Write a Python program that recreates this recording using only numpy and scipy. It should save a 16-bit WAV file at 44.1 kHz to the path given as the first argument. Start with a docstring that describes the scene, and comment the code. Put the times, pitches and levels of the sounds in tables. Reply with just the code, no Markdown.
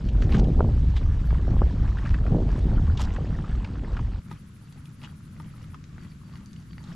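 """A small boat is pushed on dolly wheels over a gravel road: grains and pebble ticks make the crunch,
shaped noise the boom and rattle of the hull, short resonances the stones and thuds, noise the wind.
Then, suddenly, a quiet lane: the boat drones and knocks far off under a soft hiss,
with a katydid of rasping noise strokes, a cricket of sagging tones and an echo from the trees."""
import sys
import numpy as np
from scipy import signal
from scipy.fft import rfft, irfft, next_fast_len
from scipy.io import wavfile
from scipy.ndimage import uniform_filter1d, minimum_filter1d, map_coordinates

SR = 44100
rng = np.random.default_rng(int(sys.argv[2]) if len(sys.argv) > 2 else 0)


def output_pcm(signal):
    """Save a mono or channel-first signal as 16-bit PCM at the path in sys.argv[1].

    Samples are clipped to [-1, 1] before scaling.
    """
    pcm = np.clip(np.atleast_2d(signal).T, -1, 1) * 32767
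    wavfile.write(sys.argv[1], SR, np.round(pcm).astype(np.int16))


N = 306495
CUT_S = 4.197  # the near place gives way to the quiet lane

# All levels are before panning and limiting; spectra shape the tone, not the loudness.
# the wheels dig into loose patches with a duller crunch: middle_s, level_db
WHEEL_DIGS = [(0.32, -44), (2.072, -48.5), (2.56, -51), (3.141, -49.5), (3.52, -51.5), (4.33, -61.5),
              (4.791, -60), (5.07, -56.5), (5.451, -59.5), (5.6, -55.5), (6.026, -55), (6.361, -58),
              (6.89, -53)]
# hollow knocks of the far boat: start_s, peak_db, pitch_hz
BOAT_KNOCKS = [(4.313, -34, 940), (5.399, -36, 950), (5.744, -35, 947)]
# tone of crunching stones: frequency_hz, relative_gain_db
CRUNCH_TONE = [(300, 3.5), (700, -3.5), (1150, 4.5), (3300, -9), (8000, -20), (14000, -52)]


def amp(db):
    """Decibels to amplitude."""
    return 10 ** (np.asarray(db) / 20)


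def unit(x):
    """Scale a sound to rms 1."""
    return x / np.sqrt(np.mean(x ** 2) + 1e-20)


def clock():
    """The time of every sample in seconds."""
    return np.arange(N) / SR


def wobble(rate):
    """A smooth random curve, rate knots a second."""
    return map_coordinates(rng.standard_normal(int(N * rate / SR) + 4), [clock() * rate])


def coloured(x, spectrum):
    """Pass x through a causal (minimum-phase) filter with the given (Hz, dB) gain."""
    m = 2 * next_fast_len(min(x.shape[-1], (x.shape[-1] + SR // 2) // 2), real=True)
    hz, db = np.transpose(spectrum)
    gain = amp(np.interp(np.log(np.fft.rfftfreq(m, 1 / SR) + 1), np.log(hz), db))
    # folding the cepstrum forward in time makes the filter causal
    cepstrum = irfft(np.log(gain), m)
    cepstrum[1:m // 2] *= 2
    cepstrum[m // 2 + 1:] = 0
    response = np.exp(rfft(cepstrum))
    return irfft(rfft(x, m) * response, m)[..., :x.shape[-1]]


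def noise(spectrum):
    """Steady coloured noise of rms 1."""
    return unit(coloured(rng.standard_normal(N), spectrum))


def peaked(spectrum, hz, peak_db, octaves):
    """A spectrum with one resonance added at hz."""
    f, db = np.transpose(spectrum)
    grid = np.geomspace(f[0], f[-1], SR // 400)
    base_db = np.interp(np.log(grid), np.log(f), db)
    resonance_db = peak_db / (1 + (np.log2(grid / hz) / octaves) ** 2)
    return np.column_stack([grid, base_db + resonance_db])


def grains(spectrum, rate, spread_db, bed_db, life, size=N):
    """Random contacts of very unequal size, each a short burst, over a bed of countless tiny ones."""
    sizes = amp(spread_db * np.minimum(rng.exponential(size=size), 3))
    contacts = sizes ** 2 * (rng.random(size) < rate / SR)
    energy = signal.lfilter([1], [1, -np.exp(-2 / (life * SR))], contacts)
    bursts = unit(np.sqrt(energy) * rng.standard_normal(size))
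    bed = amp(bed_db) * rng.standard_normal(size)
    return unit(coloured(bursts + bed, spectrum))


def patchy():
    """White noise of rms 1 that flickers in small patches of time and pitch."""
    z = signal.stft(rng.standard_normal(N), nperseg=512)[2]
    patches = uniform_filter1d(rng.standard_normal(z.shape), size=10, axis=0)
    patches = uniform_filter1d(patches, size=5, axis=1)
    return unit(signal.istft(z * amp(2.5 * unit(patches)), nperseg=512)[1][:N])


def pebbles(spectrum, rate, spread_db, bed_db):
    """Stones tick in clusters, each at its own pitch, over a patchy bed of finer sand."""
    crowding = np.cumsum(amp(4 * wobble(25)))
    when, pitch, size, loose = rng.random((int(rate * N / SR), 4)).T
    start = np.searchsorted(crowding, when * crowding[-1])
    hz = 500 * (11000 / 500) ** pitch[:, None]  # 500 to 11000 Hz
    age = np.arange(SR // 100)
    cycles = hz * age / SR
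    life = 1 + 5.7 * loose[:, None] ** 2  # in cycles: a bedded stone hardly rings, a loose one a little
    strength = amp(spread_db * np.minimum(-np.log(1 - size), 4))[:, None]
    ring = np.sin(2 * np.pi * cycles) * np.exp(-cycles / life)
    ticks = strength * hz / np.sqrt(life) * ring
    ticking = unit(np.bincount((start[:, None] + age).ravel(), ticks.ravel(), N)[:N])
    return unit(coloured(ticking + amp(bed_db) * patchy(), spectrum))


def shaken(s, db, build, settle):
    """Power of the hull's shaking: it builds up to time s, then settles."""
    age = clock() - s
    return amp(db) ** 2 * np.exp(-2 * np.maximum(-age / build, age / settle))


def add(track, s, sound):
    """Mix a sound into a track from time s on."""
    part = track[max(round(s * SR), 0):][:len(sound)]
    part += sound[:len(part)]


def wide(mid, side):
    """Left and right from a mid and a side signal."""
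    return np.array([mid + side, mid - side])


def wind():
    """Eddies beat on the microphone in uneven lumps."""
    # slow swells of the wind: time_s, level_db
    gusts = [(0.0, -30), (0.16, -20), (1.43, -20.5), (2.08, -22.5), (2.86, -19), (3.69, -30), (3.98, -26),
             (4.17, -29.5)]
    # low rumble: frequency_hz, relative_gain_db
    buffet_tone = [(12, -27), (26, -0.5), (60, 1.5), (100, -6), (160, -16), (300, -42), (800, -86)]
    gust_s, gust_db = np.transpose(gusts)
    lumps = amp(1.33 * wobble(18))
    return amp(np.interp(clock(), gust_s, gust_db)) * unit(lumps * noise(buffet_tone))


def near_dolly():
    """Wheels crush stones and grit; the shaken hull booms and, shaken harder, rattles ever more."""
    # rough patches of road that set the hull booming: worst_s, boom_db, build_up_s
    rough_patches = [(0.394, -19.5, 0.15), (0.619, -23.5, 0.06), (1.5, -28.5, 0.036), (1.629, -28.5, 0.038),
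                     (2.355, -21.5, 0.094), (2.72, -29, 0.27), (3.3, -31.5, 0.52), (3.839, -33, 0.047)]
    # tones of hull boom, hull rattle, stones and fine grit: frequency_hz, relative_gain_db
    boom_tone, rattle_tone = [(50, -17.5), (105, 2), (200, -1.5), (290, -8), (500, -29.5), (1200, -82.5)], [(170, -7), (380, 6), (520, 1), (780, -5), (1100, -21.5),
                                            (6000, -93.5)]
    gravel_tone, grit_tone = [(300, -1), (550, 1), (900, 7.5), (1800, 1.5), (2300, -9.5), (3100, -9.5),
                              (5000, -30.5), (12000, -37)], [(1000, -4.5), (3000, -4.5), (4500, -8), (8700, -19.5),
                                              (9500, -29), (14000, -52)]
    # the dolly passes the microphone and rolls away
    nearest_s, nearest_m, walk_m_per_s = 1.72, 3.85, 1.22
    # on even road with the dolly at its nearest; the rattle at that same shake
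    boom_db, rattle_db, grit_db = -36, -51.5, -57
    rattle_db_per_boom_db = 1.306
    # the wheels run from fine gravel onto coarse: middle and length of the change, level on each
    coarse_s, coarse_takes_s = 1.25, 0.56
    fine_db, coarse_db = -55, -50

    nearness = nearest_m / np.hypot(nearest_m, walk_m_per_s * (clock() - nearest_s))
    rough_power = sum(shaken(*patch, settle=0.11) for patch in rough_patches)
    shake = np.sqrt((amp(boom_db) * nearness) ** 2 + rough_power)
    boom = shake * grains(boom_tone, rate=150, spread_db=6, bed_db=-2.0, life=0.0037)

    rattle_level = amp(rattle_db) * (shake / amp(boom_db)) ** rattle_db_per_boom_db
    rattle = rattle_level * grains(rattle_tone, rate=200, spread_db=3, bed_db=-5.5, life=0.0028)

    coarse = np.clip((clock() - coarse_s) / coarse_takes_s + .5, 0, 1)
    gravel_db = fine_db + (coarse_db - fine_db) * coarse + wobble(20)
    gravel = amp(gravel_db) * pebbles(gravel_tone, rate=400, spread_db=3, bed_db=-3.5)
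    grit = amp(grit_db) * pebbles(grit_tone, rate=1000, spread_db=3.0, bed_db=7.5)
    return boom + rattle + nearness * (gravel + grit)


def stones():
    """A pinched stone cracks and rings for an instant; on the packed lane it is a dry tick."""
    # stones that snap under wheels and shoes: start_s, peak_db, pitch_hz
    snaps = [(0.087, -37.5, 2930), (0.221, -28.5, 1860), (0.3208, -27.5, 2490), (0.345, -25, 1364),
             (0.441, -42, 3040), (0.963, -34.5, 1760), (1.304, -33, 1370), (1.983, -33.5, 1680),
             (2.058, -29.5, 1300), (2.141, -28, 1590), (2.263, -30, 1380), (2.972, -29, 3260),
             (3.161, -32, 1370), (3.645, -35.5, 2440), (3.967, -31.5, 1280), (3.99, -31.5, 1080),
             (4.725, -44.5, 4500), (4.8568, -40.5, 3300), (5.017, -41, 2450), (5.629, -48, 3000),
             (5.8406, -38.5, 2920), (5.981, -38.5, 1370), (6.356, -39, 2320), (6.4594, -43, 5170),
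             (6.531, -40.5, 4140), (6.563, -46, 3170), (6.7317, -40, 2330), (6.781, -35.5, 1940),
             (6.84, -41.5, 3860)]
    loose_t60_s, packed_t60_s = 0.041, 0.0064
    out, t = np.zeros(N), np.arange(SR // 10) / SR
    for s, db, hz in snaps:
        t60 = loose_t60_s if s < CUT_S else packed_t60_s
        fade = amp(-60 * t / t60) * (1 - np.exp(-t / (0.025 * t60)))
        body = [(hz / 6, -24), (hz / 1.6, -11), (hz, 0), (hz * 1.35, -9), (hz * 2.2, -17), (13000, -58)]
        snap = coloured(fade * rng.standard_normal(len(t)), body)
        add(out, s, amp(db) * snap / np.abs(snap).max())
    return out


def scuffs():
    """Small stones grind in short scrapes under a shoe, each with its own ring, and dully under a wheel."""
    # loose gravel that slides under a shoe: middle_s, level_db, half_length_s, pitch_hz
    scrapes = [(0.232, -49, 0.013, 6030), (0.357, -46, 0.028, 3180), (0.393, -43, 0.0077, 5900),
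               (0.972, -41.5, 0.0081, 3600), (3.001, -36.5, 0.011, 990), (3.016, -40, 0.0072, 7550),
               (3.034, -43.5, 0.017, 5300), (5.044, -45.5, 0.011, 2730), (6.889, -61.5, 0.04, 4400)]
    # tone of a scrape: frequency_hz, relative_gain_db
    scrape_tone = [(300, -11.5), (900, 7.5), (1800, -2), (3200, -0.5), (7500, -13.5), (9500, -23.5),
                   (14000, -47)]
    shoe, t = np.zeros(N), np.arange(-SR // 10, SR // 10) / SR
    for s, db, half_length, hz in scrapes:
        ringing_tone = peaked(scrape_tone, hz, peak_db=8.0, octaves=0.29)
        scrape = grains(ringing_tone, rate=600, spread_db=3.0, bed_db=-7, life=0.0019, size=len(t))
        swell = np.exp(-.5 * (t / half_length) ** 2)
        add(shoe, s + t[0], amp(db) * swell * scrape)
    dig = sum(amp(db) * np.exp(-.5 * ((clock() - s) / 0.047) ** 2) for s, db in WHEEL_DIGS)
    return shoe + dig * pebbles(CRUNCH_TONE, rate=600, spread_db=4.5, bed_db=-6)


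def swishes():
    """Brief, very high brushing sounds as the walker moves, perhaps of cloth."""
    # middle_s, level_db
    brushes = [(0.312, -65.5), (1.262, -67.5), (3.017, -60.5)]
    strokes = sum(amp(db) * np.exp(-.5 * ((clock() - s) / .011) ** 2) for s, db in brushes)
    return strokes * noise([(8500, -25.5), (11000, 0.5), (12600, -7.5), (14000, -26.5)])


def thuds():
    """A bump is one dull push, and a hull panel rings briefly after it; each reaches its own upper edge."""
    # wheel bumps that thud in the hull: start_s, peak_db, upper_edge_hz
    bumps = [(0.484, -20, 725), (0.592, -22, 1220), (0.605, -11, 1500), (0.645, -24, 1140),
             (0.688, -24, 930), (1.326, -25.5, 1050), (1.478, -22, 780), (1.531, -27, 940),
             (1.565, -25.5, 1250), (1.617, -13.5, 1310), (2.345, -17, 920), (2.389, -20, 715),
             (2.732, -25, 840), (3.185, -25, 766)]
    # ringing of the hull panel: times_the_upper_edge, relative_level_db
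    panel_modes = [(.28, 1.5), (.43, 2), (.62, -8.5), (.93, -11.5)]
    out, t = np.zeros(N), np.arange(SR // 8) / SR
    for s, db, hz in bumps:
        push_tone = [(70, -9), (230, 2), (hz, -7), (hz * 1.18, -22), (hz * 4, -65)]
        push = coloured(1.0 * (t == 0), push_tone)
        ring = np.zeros(len(t))
        for k, (ratio, level_db) in enumerate(panel_modes):
            strength = (-1) ** k * amp(level_db + rng.standard_normal())
            ring += strength * np.sin(2 * np.pi * hz * ratio * t)
        fade = amp(-60 * t / 0.024) * (1 - np.exp(-t / 0.00073))
        thud = push / np.abs(push).max() + .6 * ring * fade
        add(out, s + 0.001, amp(db) * thud / np.abs(thud).max())
    return out


def far_dolly():
    """From afar the hull is a low drone over ticking stones; both swell at each crunch and knock."""
    # tone of the hull: frequency_hz, relative_gain_db
    drone_tone = [(28, -10.5), (60, -1), (155, 3), (210, -3.5), (290, -13.5), (900, -57.5)]
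    # on even road: level as the lane begins, and its rise as the boat comes nearer
    drone_db, approach_db_per_s = -46.5, 1.57
    # shake over a crunch's level and over a knock's peak
    crunch_shake_db, knock_shake_db = 15, -5.5
    build_s, settle_s = 0.1, 0.074

    even = amp(drone_db + approach_db_per_s * (clock() - CUT_S))
    lane_digs = [(s, db) for s, db in WHEEL_DIGS if s > CUT_S]
    dug = sum(shaken(s, db + crunch_shake_db, build_s, settle_s) for s, db in lane_digs)
    knocked = sum(shaken(s, db + knock_shake_db, build_s, settle_s) for s, db, hz in BOAT_KNOCKS)
    shake = np.sqrt(even ** 2 + dug + knocked)

    drone = wide(noise(drone_tone), amp(-19.0) * noise(drone_tone))
    flurries = amp(2.0 * wobble(25)) * pebbles(CRUNCH_TONE, rate=420, spread_db=4.5, bed_db=-4)
    crackle = wide(flurries, amp(-4.0) * noise(CRUNCH_TONE))
    return shake * (drone + amp(-23.0) * crackle)


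def lane_air():
    """The open lane is a soft, steady, wide hiss of coloured noise."""
    # frequency_hz, relative_gain_db
    air_tone = [(450, -1), (850, -10), (1300, 2), (2200, -6), (5000, -10.5), (7500, -12), (8600, -21),
                (10500, -17), (12500, -27), (14500, -45)]
    return amp(-63.5) * wide(noise(air_tone), amp(-3.5) * noise(air_tone))


def trees(x):
    """The trees along the lane scatter a short echo, different at each side."""
    t = np.arange(SR // 2) / SR
    scatter = rng.standard_normal((2, len(t))) * amp(-60 * t / 0.1)
    tail = coloured(scatter, [(500, 6.2), (10000, 15)])
    return signal.fftconvolve(x[None], tail / np.linalg.norm(tail[0]), axes=1)[:, :N]


def katydid():
    """Each wing stroke is a high rasp with a thin ring in it, about thirteen a second, none quite alike."""
    # first_stroke_s, last_stroke_s, level_db (before the blur), share_blurred_into_next_stroke, wing_ring_hz
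    phrases = [(4.248, 5.716, -71, 0.21, 9900), (6.05, 6.909, -77.5, 0.49, 10400)]
    # tone of the wing: frequency_hz, relative_gain_db
    rasp_tone = [(6000, -49), (8300, -3.5), (9900, 2.5), (12400, -2.5), (14000, -25)]
    out, t = np.zeros((2, N)), np.arange(-SR // 12, SR // 12) / SR
    for first, last, db, blur, hz in phrases:
        strokes = np.zeros(N)
        count = round((last - first) * 12.9) + 1
        for s in np.linspace(first, last, count):
            late, force, drawn = rng.standard_normal(3)
            length = 0.021 * np.exp(.1 * drawn)
            stroke = np.exp(-np.abs(t / length) ** 3) + blur * np.exp(-(t / 0.04) ** 2)
            add(strokes, s + t[0] + 0.003 * late, amp(db + .5 * force) * stroke)
        wing = peaked(rasp_tone, hz, peak_db=5.5, octaves=0.02)
        out += strokes * wide(noise(wing), amp(-7) * noise(wing))
    return out * amp(np.array([[1], [-1]]) * 0.76)  # a little to the left


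def cricket():
    """A slightly hoarse chirp that sags in pitch as the wing slows."""
    # chirps in pairs: first_chirp_middle_s, level_db
    pairs = [(4.304, -72), (4.653, -68.5), (5.011, -68), (5.529, -70), (6.026, -65.5), (6.268, -65),
             (6.499, -66), (6.721, -63.5)]
    out, t = np.zeros(N), np.arange(-SR // 20, SR // 20) / SR
    hz = 4610 - 1500 * t - 110000 * t ** 2 * (t > 0)
    for s, db in pairs:
        for delay in (0, .082):
            hoarseness = 0.025 * np.cumsum(rng.standard_normal(len(t)))
            phase = 2 * np.pi * np.cumsum(hz) / SR + hoarseness
            chirp = np.exp(-(t / 0.026) ** 2) * np.sin(phase)
            add(out, s + delay + t[0], amp(db + rng.standard_normal()) * chirp)
    return out


def knocks():
    """The boat knocks on its dolly with a short hollow ring and clatters as it settles."""
    # ringing of the hull: times_the_pitch, relative_level_db, t60_s
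    hull_modes = [(1, -0.5, 0.042), (1.28, 1, 0.044)]
    # contacts of one knock: delay_s, relative_peak_db
    bounces = [(0, 1), (.007, -12.5)]
    out, t = np.zeros(N), np.arange(SR // 4) / SR
    for s, db, hz in BOAT_KNOCKS:
        for delay, bounce_db in bounces:
            ring = np.zeros(len(t))
            for ratio, level_db, t60 in hull_modes:
                fade = amp(level_db + 2 * rng.standard_normal() - 60 * t / t60)
                mode_hz = hz * ratio * (1 + 0.029 * rng.standard_normal())
                ring += fade * np.sin(2 * np.pi * (mode_hz * t + rng.random()))
            crack = unit(coloured(rng.standard_normal(len(t)), CRUNCH_TONE)) * amp(-60 * t / 0.026)
            knock = (ring + 0.89 * crack) * (1 - np.exp(-t / 0.0003))
            add(out, s + delay, amp(db + bounce_db) * knock / np.abs(knock).max())
    return out


def scene():
    """The near road, then within 4 ms the quiet lane, panned a little to the left."""
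    lane = np.clip((clock() - CUT_S) / .004 + .5, 0, 1)
    hits = stones() + scuffs() + knocks()
    near = wind() + near_dolly() + thuds() + hits + swishes()
    echo = amp(-3) * trees(hits)
    far = far_dolly() + lane_air() + katydid() + cricket() + hits + echo
    pan = amp(np.array([[1], [-1]]) * 0.48)
    return (1 - lane) * near + lane * far * pan


def record(dry):
    """A limiter holds down the peaks of both sides together; nothing is kept above the band limit."""
    top_hz = 14300
    needed = np.minimum(1, .33 / (np.abs(dry).max(axis=0) + 1e-9))
    held = minimum_filter1d(needed, size=SR // 200)  # 5 ms around each peak
    gain = uniform_filter1d(held, size=SR // 200)
    m = next_fast_len(N + SR // 2)
    in_band = np.fft.rfftfreq(m, 1 / SR) < top_hz
    return irfft(rfft(dry * gain, m) * in_band, m)[:, :N]


dry = scene()
out = record(dry)
output_pcm(out)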